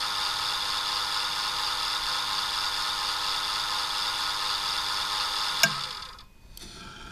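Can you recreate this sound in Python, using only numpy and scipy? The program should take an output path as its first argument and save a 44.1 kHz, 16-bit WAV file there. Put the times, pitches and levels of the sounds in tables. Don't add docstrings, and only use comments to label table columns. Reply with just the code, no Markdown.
import sys
import numpy as np
from scipy import signal
from scipy.fft import rfft, irfft, next_fast_len
from scipy.io import wavfile
from scipy.ndimage import uniform_filter1d, map_coordinates

SR = 44100
rng = np.random.default_rng(int(sys.argv[2]) if len(sys.argv) > 2 else 0)


def to_wav(s):
    ch = np.atleast_2d(s).T
    pcm = np.round(np.clip(ch, -1, 1) * 32767)
    wavfile.write(sys.argv[1], SR, pcm.astype(np.int16))


def decibels_to_gain(level_db):
    exponent = np.asarray(level_db, float) / 20
    return 10 ** exponent


N = 313551
T = np.arange(N) / SR
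CUT_S = 5.633


def level(x, db):
    return x * decibels_to_gain(db) / np.sqrt(np.mean(x ** 2))


def ring(x, modes):
    size = next_fast_len(N + SR // 2)
    f = np.arange(size // 2 + 1) * SR / size + 1e-3
    body = 0
    for k, (hz, width, db) in enumerate(modes):
        body = body + (-1) ** k * decibels_to_gain(db) / (1 + 1j * (f / hz - hz / f) * hz / width)
    return irfft(rfft(x, size) * body, size)[:N]


def noise():
    return rng.standard_normal(N)


def grit(rough_db, size):
    return level(rng.standard_normal(size) * decibels_to_gain(rough_db * rng.exponential(size=size)), 0)


def colour(points, x):
    hz, db = np.transpose(points)
    f = np.arange(N // 2 + 1) * SR / N + 1
    return irfft(rfft(x) * decibels_to_gain(np.interp(np.log(f), np.log(hz), db)), N)


def blows(table, modes):
    push = 0
    for start, db, length in table:
        push = push + decibels_to_gain(db) * (T >= start) * np.exp(-np.maximum(T - start, 0) / max(length, 1e-4))
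    return 10 * ring(push * noise(), modes)


# [f/Hz, level/dB per Hz]
ROOM_COLOUR = [(12, -0.5), (25, 3.5), (45, -0.5), (82, -8), (180, -11.5), (280, -20.5), (720, -31.5),
               (1030, -25), (1190, -32.5), (2400, -32.5), (2730, -33), (13000, -44), (15300, -45)]
# [f/Hz, level/dB]
CIRCUIT_TONES = [(2498, -70), (12484, -81), (899, -78)]


def room():
    tones = sum(np.sqrt(2) * decibels_to_gain(db) * np.sin(2 * np.pi * hz * T) for hz, db in CIRCUIT_TONES)
    return level(colour(ROOM_COLOUR, noise()), -51.5) + tones


# [f/Hz, level/dB per Hz]
WALL_COLOUR = [(300, -23.5), (1500, -10), (2500, -18.5), (3500, 1), (4100, -1.5), (4800, 4.5), (5300, -6.5),
               (6000, -16), (7250, -19), (9000, -12), (11500, -42.5), (15000, -34)]


def walls(x):
    return colour(WALL_COLOUR, x)


# [f/Hz, width/Hz, level/dB]
FRAME_MODES = [(390.4, 27, -3.5), (502, 29, 3), (690, 28, -1)]


def frame(x):
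    return ring(x, FRAME_MODES)


def stroke(start, attack, hold, release, db):
    up = np.minimum((T - start) / attack, 1 - (T - start - attack - hold) / release)
    fade_db = 30
    return decibels_to_gain(db - fade_db * (1 - np.minimum(up, 1))) * (T > start)


def sag(x):
    sag_per_s, middle_s = .14, 6.66
    delay = sag_per_s / 2 * np.maximum(T - CUT_S, 0) * (T + CUT_S - 2 * middle_s)
    return map_coordinates(x, [(T - delay) * SR], mode="mirror")


# [f/Hz, width/Hz, level/dB]
LATCH_MODES = [(3140, 120, -6), (4470, 200, -5), (5500, 200, -5), (6400, 160, -8), (7860, 640, -8),
               (8700, 660, -6.5), (11370, 900, -8.5), (14000, 2000, -18.5), (350, 51, -6), (180, 50, -20)]
# [t/s, level/dB, length/s]
LATCH_BLOWS = [
    (6.5735, -32.5, 0.0017),
    (6.595, -52, 0.0028),
    (6.612, -54, .004),
    (6.623, -56, 0.0078),
]
# [f/Hz, width/Hz, level/dB]
FIRST_EDGE_MODES = [(880, 30, -6), (1310, 170, -13), (2100, 350, -12), (2560, 80, -10), (3530, 160, -3.5),
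                    (3900, 80, -13), (4330, 90, 2), (6000, 170, -5.5), (7100, 240, -13), (9000, 360, -14),
                    (10500, 450, -17)]
SECOND_EDGE_MODES = [(870, 31, -4), (1357, 40, 4), (1600, 59, -2.5), (2420, 94, -6.5), (3140, 35, -1),
                     (3400, 65, -6), (3760, 42, -13), (5100, 97, -25), (5600, 210, -14.5), (6540, 45, -14),
                     (7250, 100, -18), (8200, 49, -21), (8950, 270, -27), (10040, 110, -23)]
CREEP_STROKE = (6.22, .33, .03, .05, -65)
JOLT_STROKE = (6.595, .027, .003, .06, -52)
FIRST_EDGE_STROKE = (6.56, .045, .17, .25, -54)
SECOND_EDGE_STROKE = (6.5, .3, .6, .1, -54.5)
SHAKE_STROKE = (6.55, .11, .6, .1, -54)
GRIP_STROKE = (6.28, .16, .9, .1, -55)
BUMP_STROKES = [
    (6.76, .09, .01, .1, -51),
    (6.98, .085, .01, .1, -47),
]


def lid():
    jolt = stroke(*JOLT_STROKE)
    first = stroke(*CREEP_STROKE) + stroke(*FIRST_EDGE_STROKE) + jolt
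    second = stroke(*SECOND_EDGE_STROKE)
    shake = stroke(*SHAKE_STROKE) + decibels_to_gain(1.5) * jolt
    press = stroke(*GRIP_STROKE) + sum(stroke(*bump) for bump in BUMP_STROKES)
    scrape = first * sag(level(ring(grit(1.8, size=N), FIRST_EDGE_MODES), 5.8))
    scrape = scrape + second * level(ring(grit(3.5, size=N), SECOND_EDGE_MODES), 8.3)
    rub = (first + second) * level(walls(grit(1., size=N)), -3.1)
    sheet_modes = [(107, 43, -6.5), (190, 58, -2.5), (363, 38, -3), (692, 30, -11.0)]
    rumble = shake * level(ring(grit(3.2, size=N), sheet_modes), 2.9)
    grip = press * level(ring(noise(), [(35, 35, 0)]), 1.5)
    return scrape + rub + rumble + grip + blows(LATCH_BLOWS, LATCH_MODES)


# [f/Hz, width/Hz, level/dB]
SWITCH_MODES = [(2270, 130, -2), (2790, 120, 1), (3660, 1100, -12.5), (5230, 200, -0.5), (5600, 190, -2),
                (6750, 200, -0.5), (9600, 3300, -19), (13000, 4900, -20.5)]
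# [t/s, level/dB, length/s]
SWITCH_BLOWS = [
    (5.6328, -12, 0.0025),
    (5.6350, -25, 0.0016),
    (5.6385, -23, .002),
    (5.644, -31.5, 0.0071),
]
# [t/s, f/Hz, peak level/dB, t60/s]
SHEET_TONES = [(5.640, 157, -25.5, 0.22), (5.640, 205, -28, 0.25), (5.640, 320, -40, 0.19),
               (5.634, 671, -17.5, 0.087), (5.636, 920, -30.5, .07), (5.637, 1600, -15, 0.12),
               (5.64, 410, -45.5, 0.32), (5.637, 1590, -24.5, 0.3), (5.701, 140, -37, 0.64),
               (6.205, 1040, -54, 0.39)]


def switch():
    rings = 0
    for start, hz, db, t60 in SHEET_TONES:
        decay = decibels_to_gain(db - 60 * np.maximum(T - start, 0) / t60)
        onset = np.clip((T - start) * hz / 2, 0, 1)
        rings = rings + decay * np.sin(2 * np.pi * hz * (T - start)) * onset
    return blows(SWITCH_BLOWS, SWITCH_MODES) + rings


# [t/s, turns per s]
SHAFT_SPEED = [(0.39, 101.833), (1.07, 101.86), (1.75, 101.888), (2.43, 101.891), (3.11, 101.874),
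               (3.79, 101.827), (4.47, 101.848), (5.15, 101.809)]
FULL_SPEED = SHAFT_SPEED[-1][1]


def shaft_speed():
    friction, drag = 102.27, 1.0388
    off = np.maximum(T - CUT_S, 0)
    free = (FULL_SPEED + friction / drag) * np.exp(-drag * off) - friction / drag
    return np.where(T < CUT_S, np.interp(T, *np.transpose(SHAFT_SPEED)), np.maximum(free, 1e-3))


def passes(angle, count, phase):
    turns = angle - angle[int(CUT_S * SR)]
    crossed = np.diff(np.floor(count * (turns - phase)), prepend=0) > 0
    return np.flatnonzero(crossed & (turns > 0))


# [f/Hz, width/Hz, level/dB]
BRUSH_MODES = [(11300, 800, -0.5), (13200, 900, -15)]


def brushes(angle):
    clicks = np.zeros(N)
    clicks[passes(angle, count=3, phase=.069)] = 1
    tick_db = -24.5
    size = decibels_to_gain(tick_db - 2 - 7.3 * np.maximum(T - CUT_S, 0) + 1.5 * rng.standard_normal(N))
    return ring(clicks * size, BRUSH_MODES)


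def cogging(angle):
    off = np.maximum(T - CUT_S, 0)
    tugs = 9
    pull = sum(np.sin(2 * np.pi * m * tugs * angle) / m for m in (1, 2, 3))
    return decibels_to_gain(-47) * frame(pull * (off > 0) * np.exp(-off / .8))


STRONG_ORDERS = [1, 3, 4, 5, 6, 7, 8, 9, 11, 12, 13, 14, 17, 30, 31, 36, 40, 54, 57, 63, 87, 95, 102, 111,
                 119, 120]
STRONG_ORDERS_DB = [-62, -59, -61, -59, -58, -61, -51, -46, -55, -49, -52, -49, -55, -56, -61, -48, -58,
                    -56, -61, -54, -66, -59, -64, -64, -64, -66]
# [f/Hz, level/dB]
LESSER_LINES = [(1500, -72), (7000, -72), (10000, -72), (10600, -65), (12300, -68), (13500, -73),
                (15200, -76)]


def whine(angle):
    order = np.arange(1, 150)
    hz, ceiling_db = np.transpose(LESSER_LINES)
    weakness, phase = rng.random((2, len(order)))
    db = np.interp(np.log(order * SHAFT_SPEED[0][1]), np.log(hz), ceiling_db) - 10. 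* weakness
    db[np.array(STRONG_ORDERS) - 1] = STRONG_ORDERS_DB
    turn = np.arange(8193) / 8192
    waves = np.sin(2 * np.pi * (order[:, None] * turn + phase[:, None]))
    lines = np.sqrt(2) * decibels_to_gain(db)[:, None] * waves
    shaft = np.interp(angle % 1, turn, lines[:7].sum(axis=0))
    windings = np.interp(angle % 1, turn, lines[7:].sum(axis=0))
    off = np.maximum(T - CUT_S, 0)
    return cogging(angle) + shaft * np.exp(-off / 0.24) + windings * np.exp(-off / .01)


def wear(tooth, ripples):
    return sum(depth * np.cos(2 * np.pi * times * (tooth - crest) / 24) for times, depth, crest in ripples)


def surface(angle, worn, rough_db):
    grains = 433
    step = (angle * grains).astype(int)
    long, short = grit(rough_db, size=72 * grains), grit(rough_db, size=24 * grains)
    worn = np.clip(worn, 0, 1) * (T < CUT_S)
    marks = (long[step % len(long)] + 1.26 * short[step % len(short)]) / 2.07
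    return np.sqrt(worn) * marks + np.sqrt(1 - worn) * grit(rough_db, size=N)


def contact(since, rise, decay):
    since = np.maximum(since, 0)
    return (1 - np.exp(-since / rise)) * np.exp(-since / decay)


PROUD_TURNS = [2, 3, 7, 12, 14, 16, 20, 23, 25, 26, 29]
PROUD_TURNS_DB = [6.2, 5.1, 3, 3, 4, 8.6, 6.6, 4, 6.6, 5.7, 6.2]


def coasting(touch, share):
    t = T[T >= CUT_S]
    extra = dict(zip(PROUD_TURNS, PROUD_TURNS_DB))
    hits = []
    for k, i in enumerate(touch):
        size = decibels_to_gain(-24.5 + extra.get(k, 0)) * share[i] ** 1.13
        hits.append((T[i] - .002, size))
    last_s, last_size = hits[-1]
    hits.append((last_s + .019, last_size * decibels_to_gain(-5)))
    force = 0
    for start, size in hits:
        slow = 1 + 2.3 * (start - CUT_S)
        knock = contact(t - start, rise=0.0012, decay=0.0014 * slow)
        drag = 0.041 * contact(t - start, rise=0.0037, decay=0.043)
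        force = force + size * decibels_to_gain(27.5) * (knock + drag)
    return np.pad(force, (N - len(t), 0))


def slackening(touch, share):
    starts = np.append(CUT_S, T[touch])
    since = T - starts[np.searchsorted(touch, np.arange(N))]
    relax_db_per_s = 260
    return uniform_filter1d(decibels_to_gain(1 - relax_db_per_s * np.maximum(since, 0)), size=300) * share ** 0.89


# [f/Hz, width/Hz, level/dB]
PANEL_MODES = [(805, 15, -12), (850, 14, -6), (875, 12, -9), (945, 40, -10), (987, 18, -4), (1030, 22, -4),
               (1065, 28, -3), (1100, 22, -6), (1175, 50, -9), (1225, 25, -4), (1283, 22, 0),
               (1327, 18, -4), (1420, 18, -4), (1440, 16, -3), (1590, 25, -9), (1650, 30, -13),
               (1740, 40, -11), (1790, 25, -11), (1900, 50, -16), (2050, 35, -12), (2140, 50, -16),
               (2230, 40, -17), (2340, 30, -12), (2440, 60, -19)]
GEARBOX_MODES = [(2560, 60, -14), (2770, 40, -8), (2890, 30, -9), (3050, 40, -12), (3300, 50, -10),
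                 (3420, 45, -1), (3497, 50, -1), (3610, 40, -4), (3667, 30, -2), (3830, 50, -6),
                 (4075, 40, -7), (4140, 50, -7), (4358, 40, -3), (4410, 40, -6), (4670, 40, -5),
                 (4740, 60, 0), (4880, 70, -4), (5050, 80, -6), (5267, 60, -5), (5450, 60, -14),
                 (6420, 40, -16), (6850, 60, -18)]
BRACKET_MODES = [(6908, 100, 10.5), (7430, 28, -1), (9140, 50, -0.5), (9160, 250, -2), (9670, 110, 2),
                 (9700, 11, -6), (11080, 99, -4)]
# [f/Hz, level/dB per Hz]
HISS_COLOUR = [(60, -26), (160, 4), (260, -10), (500, -14), (2000, -11), (6300, 0), (7250, -4),
               (9000, -3.5), (11500, -8.5), (15300, -24.5)]
KNOCK_RIPPLES = [(1, 1.1, 23.8), (2, .7, 5.2), (6, .7, 2.15), (9, .85, 1.65), (10, .6, .4)]
GRIND_RIPPLES = [(1, .55, 1.4), (2, .8, 7.5), (5, .5, 4.35), (8, .6, .45), (10, .45, 1.7)]
PLACE_RIPPLES = [(1, .03, 20.3), (3, .02, 4.2), (7, .02, 3.4), (12, .015, 0)]


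def gears(angle, speed):
    part, tooth = (angle - .2) % 1 + .2, np.floor(angle - .2)
    place = .59 + wear(tooth, PLACE_RIPPLES)
    bump = np.exp(-((part - place + .1) / .155) ** 2)
    driven = .08 + decibels_to_gain(wear(tooth, KNOCK_RIPPLES)) * bump
    touch, share = passes(angle, count=1, phase=.82), speed / FULL_SPEED
    force = driven * (T < CUT_S) + coasting(touch, share)
    hits = force * surface(angle, worn=.85, rough_db=1.)
    throb = 1 + 0.44 * (driven - .35)
    powered = decibels_to_gain(0.98 * wear(tooth, GRIND_RIPPLES)) * throb
    load = np.where(T < CUT_S, powered, slackening(touch, share))
    grind = ring(load * surface(angle, worn=.85, rough_db=1.5), PANEL_MODES)
    blur = walls(force * surface(angle, worn=.6, rough_db=1.5))
    hiss = colour(HISS_COLOUR, uniform_filter1d(load, size=2000) * noise())
    groan = frame(np.sqrt(np.abs(load)) * noise())
    greased = [(hz, 1.3 * width, db) for hz, width, db in GEARBOX_MODES]
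    layers = [(ring(hits, greased), -33), (grind, -34.5), (ring(hits, BRACKET_MODES), -51),
              (blur, -36), (hiss, -46), (groan, -57)]
    return sum(x * decibels_to_gain(db) / np.std(x[:5 * SR]) for x, db in layers)


def scene():
    speed = shaft_speed()
    angle = np.cumsum(speed) / SR
    motor = gears(angle, speed) + whine(angle) + brushes(angle)
    return (room() + lid() + switch() + motor)[None, :]


def roll_off(x):
    return signal.sosfilt(signal.butter(12, 16630, fs=SR, output="sos"), x)


def record(dry):
    overload, top_hz = .7, 15350
    rounded = overload * np.tanh(dry / overload)
    steep = signal.ellip(14, .3, 70, top_hz, fs=SR, output="sos")
    return roll_off(signal.sosfilt(steep, rounded))


dry = scene()
out = record(dry)
to_wav(out)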